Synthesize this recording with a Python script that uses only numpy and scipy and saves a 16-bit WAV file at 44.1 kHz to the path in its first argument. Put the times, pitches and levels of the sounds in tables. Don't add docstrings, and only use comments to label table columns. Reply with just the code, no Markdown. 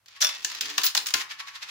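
import sys
import numpy as np
from scipy import signal
from scipy.io import wavfile

SR = 44100
rng = np.random.default_rng(int(sys.argv[2]) if len(sys.argv) > 2 else 0)


def put_to_file(sound):
    columns = np.atleast_2d(sound).T
    safe = np.clip(columns, -1, 1)
    whole_steps = np.round(safe * 32767)
    wavfile.write(sys.argv[1], SR, whole_steps.astype(np.int16))


N = 74970
T = np.arange(N) / SR

# (time [s], level [dB], bass boost [dB], resonance of the piece [Hz],
# resonance boost [dB], T60 at 4 kHz [s], coin ring [dB], left minus right [dB])
IMPACTS = [(0.2159, -16, -20, 5430, 13, 0.041, 3, 3), (0.2226, -11, -8, 1460, 8.5, 0.054, -1, -3.5),
           (0.2356, -30, 0, 660, 27, 0.055, 25, -8), (0.2461, -8.5, -11, 5530, -9, 0.033, -1, 3),
           (.269, -24, -27, 5560, 14.5, 0.025, -6, -7), (0.4464, -11.5, -7.5, 6440, 6.5, 0.031, -6, 0),
           (0.6091, -12.5, -29, 3530, 3, 0.041, -1.5, 0.5), (.7795, -7, 3.5, 1270, 3.5, 0.042, -20, 2.5),
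           (0.834, -14.5, -17, 4300, 1.5, 0.12, 11.5, 0), (0.864, -14.5, -35, 4320, 4.5, 0.092, -12, 0.5),
           (0.9494, -8, -13.5, 770, 16, 0.037, -1, -0.5), (0.9679, -17.5, 7.5, 4850, 3, 0.032, -12, -7.5),
           (0.9744, -8.5, -12, 4640, 6.5, 0.026, 0, 2.5), (1.067, -20, -14, 8700, 11.5, 0.078, 11.5, 1),
           (1.1386, -6, 8, 2180, -0.5, 0.041, -4, 1.5)]
# (time [s], level [dB])
TICKS = [(0.0589, -41), (0.0837, -39), (0.29, -19.5), (0.31, -34), (0.348, -30), (0.499, -24.5),
         (0.516, -26), (0.5483, -24), (.5855, -32), (0.656, -23), (0.6989, -23.5), (0.815, -19.5),
         (1.059, -20.5), (1.085, -24), (1.105, -22.5), (1.167, -22)]
def knocks():
    s, db, bass_db, piece_hz, piece_db, t60, coin_db, pan_db = np.transpose(IMPACTS)
    tick_s, tick_db = np.transpose(TICKS)
    age = T - s[:, None]
    loss = np.where(age >= 0, np.log(1000) * age / t60[:, None], 1e3)

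    def envelope(hz):
        bass = 1 / (1 + (hz / 780) ** 2)
        resonance = np.exp(-.5 * (np.log2(hz / piece_hz) / .25) ** 2)
        gains = from_db(db + bass_db * bass + piece_db * resonance) * pan(pan_db)
        longer = (4000 / hz) ** .18
        ticks = fade(clicks(tick_s, from_db(tick_db + bass)), t60=.042 * longer)
        return gains @ np.exp(-np.minimum(loss / longer, 20)) + ticks
    on_ramp = s < .3
    later = ~on_ramp
    ringing = ramp(s[on_ramp], db[on_ramp])
    ringing += coin(np.r_[s, tick_s], np.r_[db + coin_db, tick_db - 8])
    ringing += chassis_knock(s[later], (db + bass_db / 2)[later])
    return clacks(envelope) + cracks(s[later], db[later], pan_db[later]), ringing


# (frequency [Hz], spectral density [dB])
CLACK_SPECTRUM = [(40, -34), (130, -27), (300, -23.5), (500, -23.5), (800, -12.5), (1200, -2.5), (2500, 1),
                  (4500, 5), (7000, 1), (8700, -23.5), (11000, -9.5), (15500, -11.5)]
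def clacks(envelope):
    return band_noise(CLACK_SPECTRUM, envelope)


def cracks(s, db, pan_db):
    bursts = np.array([fade(clicks(s, gains), t60=.0039) for gains in from_db(db - 1) * pan(pan_db)])
    return bandpass(bursts * rng.standard_normal((2, N)), hz=(1400, 6300))


# (frequency [Hz], level [dB], T60 [s])
COIN_MODES = [(9080, -15, 0.21), (9180, -10.5, 0.26), (15475, -2.5, 0.086)]
COIN_PAN_DB = 8
def coin(s, db):
    return struck(s, db - 17.5, COIN_MODES) * pan(COIN_PAN_DB)


# (start [s], duration [s], level [dB], treble boost [dB], squeal [dB], drone [dB])
SLIDING_CONTACTS = [(0.076, 0.13, -50, -16, -40, -19), (0.2065, 0.022, -24.5, 14, -24, -36),
                    (0.239, 0.1314, -33, -7, -37, -15), (0.375, 0.091, -39.5, 2.5, -23, 5),
                    (0.474, 0.12, -33.5, -5, -37, -3), (0.605, 0.11, -30, -7, -29, 7.5),
                    (0.709, 0.096, -37, 1.5, -23, -2), (0.835, 0.03, -25.5, 21, 7, -25),
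                    (0.95, 0.1, -38, -5, -10, 11.5), (1.147, 0.078, -31, 7.5, -25, -10)]
# (frequency [Hz], spectral density [dB])
FRICTION_SPECTRUM = [(60, -37), (500, -11), (1100, -1), (2500, 6), (5000, 7), (7000, -0.5), (8700, -22),
                     (11000, -11.5), (15500, -20)]
def slides():
    s, length, db, treble_db, squeal_db, drone_db = np.transpose(SLIDING_CONTACTS)[:, :, None]
    edge_s, squeal_hz, squeal_t60 = .0065, 15475, .068
    gates = np.clip(np.minimum(T - s, s + length - T) / edge_s + .5, 0, 1)

    def level(extra_db):
        return np.sum(gates * from_db(db + extra_db), axis=0)
    rough = grain(spread_db=3.5)
    grind = band_noise(FRICTION_SPECTRUM, lambda hz: rough * level(treble_db / (1 + (7700 / hz) ** 6)))
    pumped = fade(level(squeal_db), squeal_t60) * np.log(1000) / (squeal_t60 * SR)
    squeal = pumped * np.sin(2 * np.pi * squeal_hz * T + .6 * wander() + [[0], [2]])
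    return grind + chassis_drone(level(drone_db)), squeal * pan(COIN_PAN_DB)


# (frequency [Hz], level [dB], T60 [s])
RAMP_MODES = [(618, -20.5, 0.19), (1463, -9, 0.15), (2634, -16.5, 0.63), (3480, -5.5, 0.34),
              (3505, -3, 0.2), (5370, -14, 0.36), (5523, -0.5, 0.22), (5615, 8.5, 0.064), (5620, -14, 0.32)]
def ramp(s, db):
    return struck(s, db - 9.5, RAMP_MODES) * pan(db=4)


# (frequency [Hz], level [dB], T60 [s])
TRAY_MODES = [(73.6, -22, 0.096), (148, -10.5, 0.031), (1044, -3.5, 0.28), (1442, -10.5, 0.37),
              (2120, 0.5, 0.15)]
LANDING_S = 1.139
def tray():
    return struck([LANDING_S], [-23.5], TRAY_MODES)


# (peak time [s], level [dB], half width [s])
ROCKING_SWINGS = [(0.119, -51, 0.017), (0.169, -40.5, 0.013), (1.211, -22.5, 0.0083), (1.314, -28.5, 0.013),
                  (1.402, -27, 0.0081), (1.483, -32, 0.012), (1.559, -33, 0.014), (1.63, -29, 0.01),
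                  (1.698, -31, 0.015)]
# (frequency [Hz], spectral density [dB])
RATTLE_SPECTRUM = [(200, -40), (600, -21.5), (1100, 0.5), (2200, 3.5), (4500, 2), (6500, -5), (8700, -21),
                   (11000, -16), (15500, -25)]
def rocking():
    s, db, width = np.transpose(ROCKING_SWINGS)[:, :, None]
    swell = np.sum(from_db(db) / (1 + ((T - s) / width) ** 2 / 2) ** 2, axis=0)
    swell += from_db(-54.5) * (T > LANDING_S)
    drive = swell * grain(spread_db=1.5)
    rattle = band_noise(RATTLE_SPECTRUM, lambda hz: drive) * pan(db=.9)
    return rattle + chassis_drone(from_db(-10.5) * swell)


# (frequency [Hz], level [dB], T60 [s])
CHASSIS_MODES = [(294.7, -5.5, 0.26), (359.3, -11, 0.33), (426, -7, 0.24)]
def chassis_knock(s, db):
    return struck(s, db - 34, CHASSIS_MODES)


def chassis_drone(level):
    return from_db(-53) * resonate(level * rng.standard_normal(N), CHASSIS_MODES)


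# (frequency [Hz], level [dB], T60 [s])
FRAME_MODES = [(1035, -13.5, 1), (1120, -7, 1), (1902, -3, 0.24), (2220, -6, 0.25), (2710, -5, 0.12)]
def frame(x):
    drive = from_db(-46) * x.mean(axis=0)
    return sum(resonate(drive * grain(spread_db=4, per_s=12), [mode]) for mode in FRAME_MODES)


# (frequency [Hz], T60 [s])
REVERB_TIMES = [(150, 0.22), (1200, 0.36), (4000, 0.2), (12000, 0.21)]
def room(x):
    flat = [(30, 0), (16000, 0)]
    tail = band_noise(flat, lambda hz: (T > .006) * from_db(-60 * T / at_hz(REVERB_TIMES, hz)))
    tail /= np.sqrt(np.sum(tail ** 2, axis=1, keepdims=True))
    return from_db(-8.5) * signal.fftconvolve(x, tail, axes=1)[:, :N]


# (frequency [Hz], spectral density [dB])
BACKGROUND_SPECTRUM = [(30, -14), (60, 9), (110, 14.5), (200, -8), (1000, 4), (4000, -3), (15500, -10)]
def background():
    return from_db(-71) * band_noise(BACKGROUND_SPECTRUM, lambda hz: 1)


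# (frequency [Hz], correlation [1])
EAR_CORRELATION = [(100, 0.4), (300, 0.86), (1000, 0.44), (2500, 0.1), (10000, 0.044)]
def correlation(hz):
    return np.clip(at_hz(EAR_CORRELATION, hz), -1, 1)


def struck(s, db, modes):
    energy, out = clicks(s, from_db(db) ** 2), 0
    for hz, mode_db, t60 in modes:
        phase = np.cumsum(clicks(s, rng.uniform(0, 2 * np.pi, len(s))))
        phase = phase + np.array([[0], [1]]) * np.arccos(correlation(hz))
        amplitude = from_db(mode_db) * np.sqrt(fade(energy, t60 / 2))
        out = out + amplitude * np.sin(2 * np.pi * hz * T + phase)
    return out


def resonate(x, modes):
    out = 0
    for hz, db, t60 in modes:
        pole = from_db(-60 / (t60 * SR)) * np.exp(2j * np.pi * hz / SR)
        phase = np.array([[1], [-1]]) * np.arccos(correlation(hz)) / 2
        response = signal.lfilter([1], [1, -pole], x + 1e-18)
        out = out + from_db(db) * np.imag(response * np.exp(1j * phase))
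    return out


def band_noise(spectrum, envelope):
    edges = np.r_[25, 55, 90, 150, 250, 400, 580, np.geomspace(780, 16500, 20)]
    centres = np.sqrt(edges[1:] * edges[:-1])
    gains = from_db(at_hz(spectrum, centres))
    gains /= np.sqrt(np.sum(gains ** 2 * np.diff(edges)) * 2 / SR)
    white, out = rng.standard_normal((2, 2, N)), 0
    for k, hz in enumerate(centres):
        mid, side = white[k % 2]
        alike = correlation(hz)
        stereo = np.sqrt((1 + alike) / 2) * mid + np.sqrt((1 - alike) / 2) * side * [[1], [-1]]
        out = out + gains[k] * bandpass(stereo * (envelope(hz) + 1e-12), edges[k:k + 2])
    return out


GRAINS_PER_S = 570
def grain(spread_db, per_s=GRAINS_PER_S):
    strength = from_db(spread_db * wander(per_s))
    return strength / np.sqrt(np.mean(strength ** 2))


def wander(per_s=GRAINS_PER_S):
    return np.interp(T * per_s, np.arange(N), np.clip(rng.standard_normal(N), -2, 2))


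def clicks(s, gains):
    return np.bincount((np.asarray(s) * SR).astype(int), gains, N)[:N]


def fade(x, t60):
    return signal.lfilter([1], [1, -from_db(-60 / (t60 * SR))], x + 1e-18)


def bandpass(x, hz):
    return signal.sosfilt(signal.butter(2, hz, "band", fs=SR, output="sos"), x)


def pan(db):
    return from_db(np.array([[.5], [-.5]]) * db)


def at_hz(points, hz):
    frequencies, values = np.transpose(points)
    return np.interp(np.log(hz), np.log(frequencies), values)


def from_db(db):
    return 10 ** (np.asarray(db) / 20)


def scene():
    grind, squeal = slides()
    clatter, ringing = knocks()
    rattle = grind + rocking()
    sorter = clatter + rattle + frame(rattle)
    return from_db(-5.5) * (sorter + room(sorter) + ringing + tray()) + squeal + background()


def record(dry):
    return signal.sosfilt(signal.ellip(10, .1, 80, 15800, fs=SR, output="sos"), dry)


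dry = scene()
out = record(dry)
put_to_file(out)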